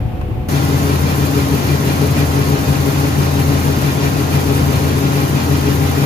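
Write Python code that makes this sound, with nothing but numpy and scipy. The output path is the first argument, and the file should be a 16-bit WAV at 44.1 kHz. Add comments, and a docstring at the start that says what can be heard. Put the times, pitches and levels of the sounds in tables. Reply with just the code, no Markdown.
"""Two unloading augers hum at the tooth rates of their chain drives as two combines fill a trailer with wheat.
Each auger surges once a turn, and the unequal speeds make the surges beat. Kernels scrape and ring
along the steel tubes, patter onto the heap and strike the trailer's walls, over droning diesels.
The first half second is heard muffled inside a combine's cab, the rest outdoors beside the trailer."""
import sys
import numpy as np
from scipy import signal
from scipy.fft import rfft, irfft
from scipy.io import wavfile

SR = 44100
rng = np.random.default_rng(int(sys.argv[2]) if len(sys.argv) > 2 else 0)


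def digitize_waveform(pressure):
    """Quantize a signal to 16-bit integers and store it at the path in sys.argv[1].

    Rows of a 2-D input are taken as channels; values are limited to [-1, 1].
    """
    field = np.atleast_2d(pressure).T
    bounded = np.clip(field, -1, 1)
    quanta = np.round(bounded * 32767).astype(np.int16)
    wavfile.write(sys.argv[1], SR, quanta)


N = 267025
TIME = np.arange(N) / SR
HZ = np.maximum(np.arange(N // 2 + 1) * SR / N, 1)

# left-right coherence outdoors: (frequency [Hz], coherence [-1 to 1])
FIELD_COHERENCE = [(80, .98), (150, .93), (260, .58), (400, .4), (700, .5), (950, .2), (1200, .55),
                   (1400, .55), (2200, .22), (3600, .1), (5000, .2), (6100, .15), (7300, .45), (8300, .96),
                   (8800, .96), (9500, .8), (10200, .4), (10800, .3), (11400, -.6), (12100, .55),
                   (13000, .9), (14300, .9), (15200, 0)]
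# phase lead of the left channel outdoors: (frequency [Hz], lead [rad])
FIELD_LEAD = [(50, .15), (250, .25), (400, .85), (700, 1.6), (1200, 3.1), (1700, 3.6), (2200, 5.6),
              (3300, 9.3), (4400, 12.6), (5500, 15), (6800, 12.8), (8500, 9.4), (10800, 6.28)]
# level difference outdoors: (frequency [Hz], left minus right [dB])
FIELD_BALANCE = [(50, 1), (130, 2.6), (240, 1.8), (370, 5), (600, 4), (1000, 1), (2600, 1), (4200, 0),
                 (5700, -3), (7500, 0), (15000, 0)]
# left-right coherence in the cab: (frequency [Hz], coherence [-1 to 1])
CAB_COHERENCE = [(60, 1.0), (300, 0.59), (700, 0.053), (1300, 0)]
# rumble in the cab: (frequency [Hz], spectral density [dB re 1/Hz])
CAB_RUMBLE = [(10, -70), (22, -50), (40, -41.5), (70, -42), (110, -41), (175, -50.5), (300, -53.5),
              (450, -60.5), (800, -63.5), (980, -69), (1150, -71), (1600, -76.5), (2600, -76),
              (4300, -88.5), (8000, -98), (15000, -89.5)]
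# hydraulic whines in the cab: (frequency [Hz], level [dB])
CAB_WHINES = [(140, -55), (502, -42), (737.5, -41), (848, -51)]
# contacts of a loose panel: (time [s], level [dB])
PANEL_CONTACTS = [(.216, -22), (.311, -30)]
# modes of that panel: (frequency [Hz], peak relative to the contact [dB])
PANEL_MODES = [(1085, -2), (1529, -13), (2008, -12), (2560, -14)]
# fans, exhausts and threshing gear: (frequency [Hz], spectral density [dB re 1/Hz])
ROAR_SPECTRUM = [(40, -59), (62, -52), (80, -40.5), (91, -46), (103, -40.5), (135, -41), (175, -47),
                 (260, -47.5), (300, -45), (340, -49.5), (430, -50), (510, -54.5), (950, -59), (1100, -58),
                 (1190, -60), (1280, -59.5), (2000, -66.5), (5000, -109)]
# cavity resonances of the trailer: (frequency [Hz], bandwidth [Hz], gain [dB])
TRAILER_MODES = [(611, 28, 2.5), (705, 14, 4), (806, 20, 6), (851, 9.8, 2.5), (950, 53, 3.5), (1058, 28, 4)]
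# tones of engines, shafts and fans:
# (frequency [Hz], level before trim [dB], left minus right [dB], waver [rad of phase and dB of level])
ENGINE_TONES = [(71.5, -39, 2, .3), (187.1, -32.5, 2, .25), (225.2, -41, 2, .4), (239.2, -37.5, -2, .3),
                (241.8, -40, -2, .3), (253.4, -40, 1, .3), (557.6, -47.5, 4, .4), (753, -52, 2, .3),
                (794.7, -41, 2.5, .2), (931, -49, 2, .5), (1031.8, -46, -5, .4), (1082, -48, 5, .5),
                (1393.4, -49.5, 1, .35)]
# deep hum of each diesel: (frequency [Hz], level [dB])
DIESEL_HUMS = [(84.45, -22.3), (83.65, -35)]
# ringing of the trailer's walls: (frequency [Hz], spectral density [dB re 1/Hz])
WALL_SPECTRUM = [(1150, -65), (1600, -67), (2700, -68.5), (3400, -71), (4600, -70.5), (5600, -74)]
# kernels scraping in the tubes: (frequency [Hz], spectral density [dB re 1/Hz])
SCRAPE_SPECTRUM = [(300, -54.5), (900, -65), (1550, -69), (2200, -71), (2700, -67.5), (3300, -71),
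                   (6000, -76.5), (12000, -99)]
# kernels landing on the heap: (frequency [Hz], spectral density [dB re 1/Hz])
PATTER_SPECTRUM = [(700, -67.5), (2500, -76), (3600, -71), (4250, -72), (4850, -71), (5250, -74),
                   (5700, -70.5), (6200, -67.5), (7700, -76.5), (12000, -102)]
# fine high hiss, strongest in three narrow bands: (frequency [Hz], spectral density [dB re 1/Hz])
HISS_SPECTRUM = [(4000, -88), (7000, -79), (8200, -74), (9400, -74), (9850, -66.5), (10500, -74),
                 (11200, -79), (12000, -73.5), (12850, -68.5), (13450, -81), (14200, -69.5), (15200, -77)]
# modes of the steel tubes: (frequency [Hz], level before trim [dB], share in a squeal [0-1])
TUBE_MODES = [(1243, -47, 0), (1285, -44.5, 0), (1438, -50, 0), (1558, -52, 0), (1662, -52, 0),
              (1835, -48.5, .3), (1905, -49.5, .3), (1993, -50, .2), (2050, -53, 0), (2368, -47.5, 1),
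              (2396, -48.5, 1), (2422, -52, .7), (2465, -49.5, .6), (2635, -52, .2), (2812, -54, 0),
              (2922, -54, 0), (3135, -56, 0), (3450, -57, 0), (4175, -54.5, 0), (4285, -56, 0),
              (5195, -54.5, 0)]
# clumps of grain in the tubes: (time [s], added load [dB], squeal at full share [dB])
GRAIN_CLUMPS = [(0.91, .7, 3.5), (1.1, 0.6, 2.5), (1.24, -0.6, 1), (1.57, 0.5, 4), (1.69, 1, 4.5),
                (1.89, 1.5, 1.5), (2.19, 1.7, 2.5), (3.06, 1.2, 3), (3.39, 0, 3.5), (3.85, 1.4, 4),
                (4.03, 2.3, 3), (4.34, 0.8, 2.5), (4.57, 0.5, 0), (4.77, 2.1, 0), (5.06, 1, 0),
                (5.21, 1.6, 4.5), (6.02, 0, 4)]
# uneven running of the drive, once and twice a lap of a slack chain and once a turn of the slower shaft: (rate
# [Hz], time when furthest ahead [s], phase swing [rad], added bite [dB])
DRIVE_SWAY = [(.93, 1.345, .28, 0), (1.86, .82, .2, 2.8), (3.715, .68, .22, 1.1)]
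# the augers: (turn rate [Hz], time of one surge [s], tooth rate [Hz], level before trim [dB],
# fall per harmonic [dB], surge depth [0-1], chain slack [0-1])
AUGER_DRIVES = [(6.043, .552, 139.02, -22.3, 5.5, .38, 1), (6.51, .622, 149.26, -28, 12, .2, 0)]
# chain hum: (harmonic [number], trim [dB], throb per unit surge depth [Np], lag of phase wobble [s])
CHAIN_HARMONICS = [(1, 2.5, 1.0, .02), (2, 3.0, .5, .0455), (3, 3.0, 1.74, -.022), (4, -6, .81, .0029)]

OUTDOORS_S, CUTOFF_HZ, WIND_FILTER_HZ = .4845, 15200, 48.6
BOOM_HZ, BOOM_DB, BOOM_THROB_DB = 115, -31, 7.5
ENGINE_LEAD_S = 0.000084  # the engines stand a little to the left
PANEL_T60_S, WALL_T60_S, TUBE_T60_S = .064, .11, .12
SHAFT_TURN_HZ, SHAFT_PUSH_S = 3.71, .565  # a slower shaft loads the drive twice a turn
GRIND_CEILING_DB = 2.1  # a full tube takes no more, even when both augers surge together
SQUEAL_FOLLOW = 2.2  # the squealing modes follow the load more closely than the rest


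def from_db(db):
    """Amplitude grows tenfold for every 20 dB."""
    return 10 ** (np.asarray(db) / 20)


def over_hz(points):
    """A (frequency, value) table interpolated on a logarithmic frequency axis."""
    hz, value = np.transpose(points)
    return np.interp(np.log(HZ), np.log(hz), value)


def drift(corner_hz):
    """Low-passed noise gives a slow random fluctuation of unit variance."""
    step = 40  # samples per slow value
    pole = np.exp(-2 * np.pi * corner_hz * step / SR)
    slow = signal.lfilter([1], [1, -2 * pole, pole * pole], rng.standard_normal(N // step + 2002))[2000:]
    return np.interp(np.arange(N) / step, np.arange(len(slow)), (slow - slow.mean()) / slow.std())


def swing(hz, peak_s):
    """Sinusoidal modulation with a crest at the given time."""
    return np.cos(2 * np.pi * hz * (TIME - peak_s))


def tone(phase, db, pan_db, lead):
    """Level and phase differences between left and right localise a sinusoid of given rms level."""
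    side = np.array([[.5], [-.5]])
    return np.sqrt(2) * from_db(db + side * pan_db) * np.cos(phase + side * lead)


def colour(white, spectrum_db, coherence, lead, pan_db):
    """Two independent white signals, filtered and mixed as mid and side, set spectrum and coherence."""
    first, second = rfft(white)
    coherence = np.clip(coherence, -.995, .995)
    mid, side = np.sqrt((1 + coherence) / 2) * first, np.sqrt((1 - coherence) / 2) * second
    leftward = from_db(pan_db / 2) * np.exp(.5j * lead)
    stereo = np.array([(mid + side) * leftward, (mid - side) / leftward])
    return irfft(stereo * from_db(spectrum_db) * np.sqrt(SR / 2), N)


def in_field(white, spectrum_db):
    """Coherence sets stereo width per band: centred bass, wide middle, treble by turns narrow and wide."""
    return colour(white, spectrum_db, over_hz(FIELD_COHERENCE), over_hz(FIELD_LEAD), over_hz(FIELD_BALANCE))


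def impacts(per_s, flow, spread_db):
    """Shot noise of unit rms: impulses of uneven size arrive at random, at the rate per_s times flow."""
    sizes = from_db(spread_db * np.minimum(rng.exponential(1, (2, N)), 5)) * rng.choice([-1, 1], (2, N))
    clicks = sizes * (rng.random((2, N)) < per_s * flow / SR)
    return clicks / clicks.std()


def ring(strikes, hz, t60_s):
    """A damped mode answers each impulse with an exponentially decaying sinusoid."""
    radius, angle = from_db(-60 / (t60_s * SR)), 2 * np.pi * hz / SR
    return signal.lfilter([1, 0, -1], [1, -2 * radius * np.cos(angle), radius * radius], strikes)


def panel_ticks(contact_s=.0027):
    """Impact excitation: a loose panel chatters against its frame and rings in its modes."""
    out = 0
    for at, db in PANEL_CONTACTS:
        contact = np.exp(-.5 * ((TIME - at) / contact_s) ** 2)
        chatter = impacts(per_s=2600, flow=1, spread_db=5.0) * contact + 1e-18
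        for hz, mode_db in PANEL_MODES:
            ringing = ring(chatter, hz, PANEL_T60_S)
            out = out + from_db(db + mode_db) * ringing / np.abs(ringing).max()
    return out


def cab(waver_rad=.71, flutter_db=.5):
    """Transmission loss: behind glass only rumble, a throbbing boom, whines and a ticking panel remain."""
    white = rng.standard_normal((2, N))
    rumble = colour(white, over_hz(CAB_RUMBLE), over_hz(CAB_COHERENCE), lead=0, pan_db=.5)
    boom_db = BOOM_DB + BOOM_THROB_DB * swing(hz=3.4, peak_s=.05)
    boom = tone(2 * np.pi * BOOM_HZ * TIME, boom_db, pan_db=8.0, lead=.2)
    whines = 0
    for hz, db in CAB_WHINES:
        phase = 2 * np.pi * hz * TIME + waver_rad * drift(2.5)
        whines = whines + tone(phase, db + flutter_db * drift(8.2), pan_db=5.0, lead=.37)
    return rumble + boom + whines + panel_ticks()


def machinery_roar(grind_db, follow=.18):
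    """Cavity resonance: the hollow trailer colours broadband noise that swells slightly with the load."""
    peaks = sum((from_db(db) - 1) / (1 + (2 * (HZ - hz) / width) ** 2) for hz, width, db in TRAILER_MODES)
    noise = rng.standard_normal((2, N)) * from_db(follow * grind_db)
    return in_field(noise, over_hz(ROAR_SPECTRUM) + 20 * np.log10(1 + peaks))


def engine_drone(trim_db=.4):
    """Governed engines hold their pitch; moving air modulates each tone in phase and amplitude."""
    out = 0
    for hz, db, pan_db, waver in ENGINE_TONES:
        phase = 2 * np.pi * (hz * TIME + rng.random()) + waver * drift(2.4)
        lead = 2 * np.pi * hz * ENGINE_LEAD_S
        out = out + tone(phase, db + trim_db + waver * drift(5.6), pan_db, lead)
    return out


def diesel_hum(in_step_s=.92, pan_db=2.1):
    """Beats: two diesels run at almost one speed, so their summed hum slowly swells and ebbs."""
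    return sum(tone(2 * np.pi * hz * (TIME - in_step_s), db, pan_db, lead=2 * np.pi * hz * ENGINE_LEAD_S)
               for hz, db in DIESEL_HUMS)


def wall_rings(grind_db, low_hz=1150, high_hz=5600, modes=56):
    """High modal density: each stray kernel rings one of the close modes of the trailer's sheet walls."""
    hits = impacts(per_s=650, flow=from_db(grind_db), spread_db=1.0)
    struck_mode = rng.integers(0, modes, N)
    pitches = low_hz + (high_hz - low_hz) * (np.arange(modes) + rng.random(modes)) / modes
    out = sum(ring(hits * (struck_mode == k) + 1e-9 * TIME, hz, WALL_T60_S) for k, hz in enumerate(pitches))
    band_share = (high_hz - low_hz) / (SR / 2)
    return in_field(out / out.std() * np.sqrt(band_share), over_hz(WALL_SPECTRUM))


def grain_stream(grind_db):
    """Dense impacts merge into noise: kernels scrape in surges and land steadily; a high hiss flickers."""
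    scrape = impacts(per_s=7000, flow=from_db(2.4 * grind_db), spread_db=3.0)
    patter = impacts(per_s=14000, flow=from_db(.29 * grind_db), spread_db=2.0)
    hiss = impacts(per_s=12000, flow=from_db(.25 * grind_db + 3.0 * drift(30)), spread_db=.5)
    return (in_field(scrape, over_hz(SCRAPE_SPECTRUM)) + in_field(patter, over_hz(PATTER_SPECTRUM))
            + in_field(hiss, over_hz(HISS_SPECTRUM)))


def tube_rings(grind_db, squeal_db, follow=2.4, trim_db=3.0):
    """Random excitation: grain keeps the steel tubes' modes ringing, most densely in surges and squeals."""
    out = 0
    for hz, db, share in TUBE_MODES:
        flow = from_db((follow + share * SQUEAL_FOLLOW) * grind_db + 2 * share * squeal_db)
        ringing = ring(impacts(per_s=130, flow=flow, spread_db=1.0), hz, TUBE_T60_S)
        out = out + from_db(db) * ringing / ringing.std()
    return in_field(out / np.sqrt(SR / 2), trim_db)


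def load_db(surge_db, lag_s, shaft_db, twice_a_turn_db):
    """Superposition: the augers' surges pass in and out of step, and the slow shaft adds its pushes."""
    surges = sum(depth * swing(turn_hz, at + lag_s) for turn_hz, at, _, _, _, depth, _ in AUGER_DRIVES)
    shaft = shaft_db * swing(SHAFT_TURN_HZ, SHAFT_PUSH_S)
    return surge_db * surges + shaft + twice_a_turn_db * swing(2 * SHAFT_TURN_HZ, SHAFT_PUSH_S)


def grain_friction(clump_width_s=.028):
    """Saturation limits the screws' pressure on the grain; passing clumps add load and squeal, in dB."""
    uneven_feed_db = .5 * drift(7.0)
    feed_db = load_db(surge_db=3.5, lag_s=.018, shaft_db=.9, twice_a_turn_db=.7) + uneven_feed_db
    grind_db, squeal_db = GRIND_CEILING_DB * np.tanh(feed_db / GRIND_CEILING_DB), 0
    for at, clump_db, clump_squeal_db in GRAIN_CLUMPS:
        passing = np.exp(-.5 * ((TIME - at) / clump_width_s) ** 2)
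        grind_db = grind_db + clump_db * passing
        squeal_db = squeal_db + clump_squeal_db * passing
    return grind_db, squeal_db


def tooth_bite():
    """Harder contact strengthens overtones: spectral tilt in dB per natural log of harmonic number."""
    load = load_db(surge_db=1.5, lag_s=.0061, shaft_db=-.16, twice_a_turn_db=1.1) + drift(9.9)
    uneven_drive = sum(db * swing(hz, at) for hz, at, _, db in DRIVE_SWAY)
    worn_teeth = 2 * drift(32)
    return load + uneven_drive + worn_teeth


def auger_hum(in_step_s=.551, wobble=1.3, waver_rad=.12):
    """Teeth meshing with a chain give a harmonic series; surges and slack modulate its level and phase."""
    out, bite = 0, tooth_bite()
    sway = sum(radians * swing(hz, at) for hz, at, radians, _ in DRIVE_SWAY)
    for turn_hz, surge_s, tooth_hz, db, fall_db, depth, slack in AUGER_DRIVES:
        mesh_phase = 2 * np.pi * tooth_hz * (TIME - in_step_s) + slack * sway + waver_rad * drift(8.8)
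        for k, trim_db, throb, lag_s in CHAIN_HARMONICS:
            phase = k * mesh_phase + wobble * depth * swing(turn_hz, surge_s + lag_s)
            swell = np.exp(throb * depth * swing(turn_hz, surge_s)) * from_db(np.log(k) * bite)
            swell /= np.sqrt(np.mean(swell ** 2))
            lead = np.interp(k * tooth_hz, HZ, over_hz(FIELD_LEAD))
            out = out + swell * tone(phase, db - (k - 1) * fall_db + trim_db, pan_db=4.5, lead=lead)
    return out


def scene():
    """An equal-power crossfade of 5 ms leads from the cab to the field, whose deepest bass is filtered."""
    grind_db, squeal_db = grain_friction()
    machines = auger_hum() + diesel_hum() + engine_drone() + machinery_roar(grind_db)
    wheat = grain_stream(grind_db) + tube_rings(grind_db, squeal_db) + wall_rings(grind_db)
    wind_filter = signal.butter(3, WIND_FILTER_HZ, "high", fs=SR, output="sos")
    field = signal.sosfilt(wind_filter, machines + wheat)
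    fade_in = np.sin(np.pi / 2 * np.clip(TIME / .004, 0, 1)) ** 2
    outside = np.clip((TIME - OUTDOORS_S) / .005, 0, 1)
    return np.sqrt(outside) * field + np.sqrt(1 - outside) * fade_in * cab()


def record(dry):
    """Soft saturation rounds the highest peaks, and a steep low-pass filter limits the bandwidth."""
    rounded = dry / (1 + (dry / .95) ** 8) ** (1 / 8)
    return signal.sosfilt(signal.ellip(10, .1, 90, CUTOFF_HZ, fs=SR, output="sos"), rounded)


dry = scene()
out = record(dry)
digitize_waveform(out)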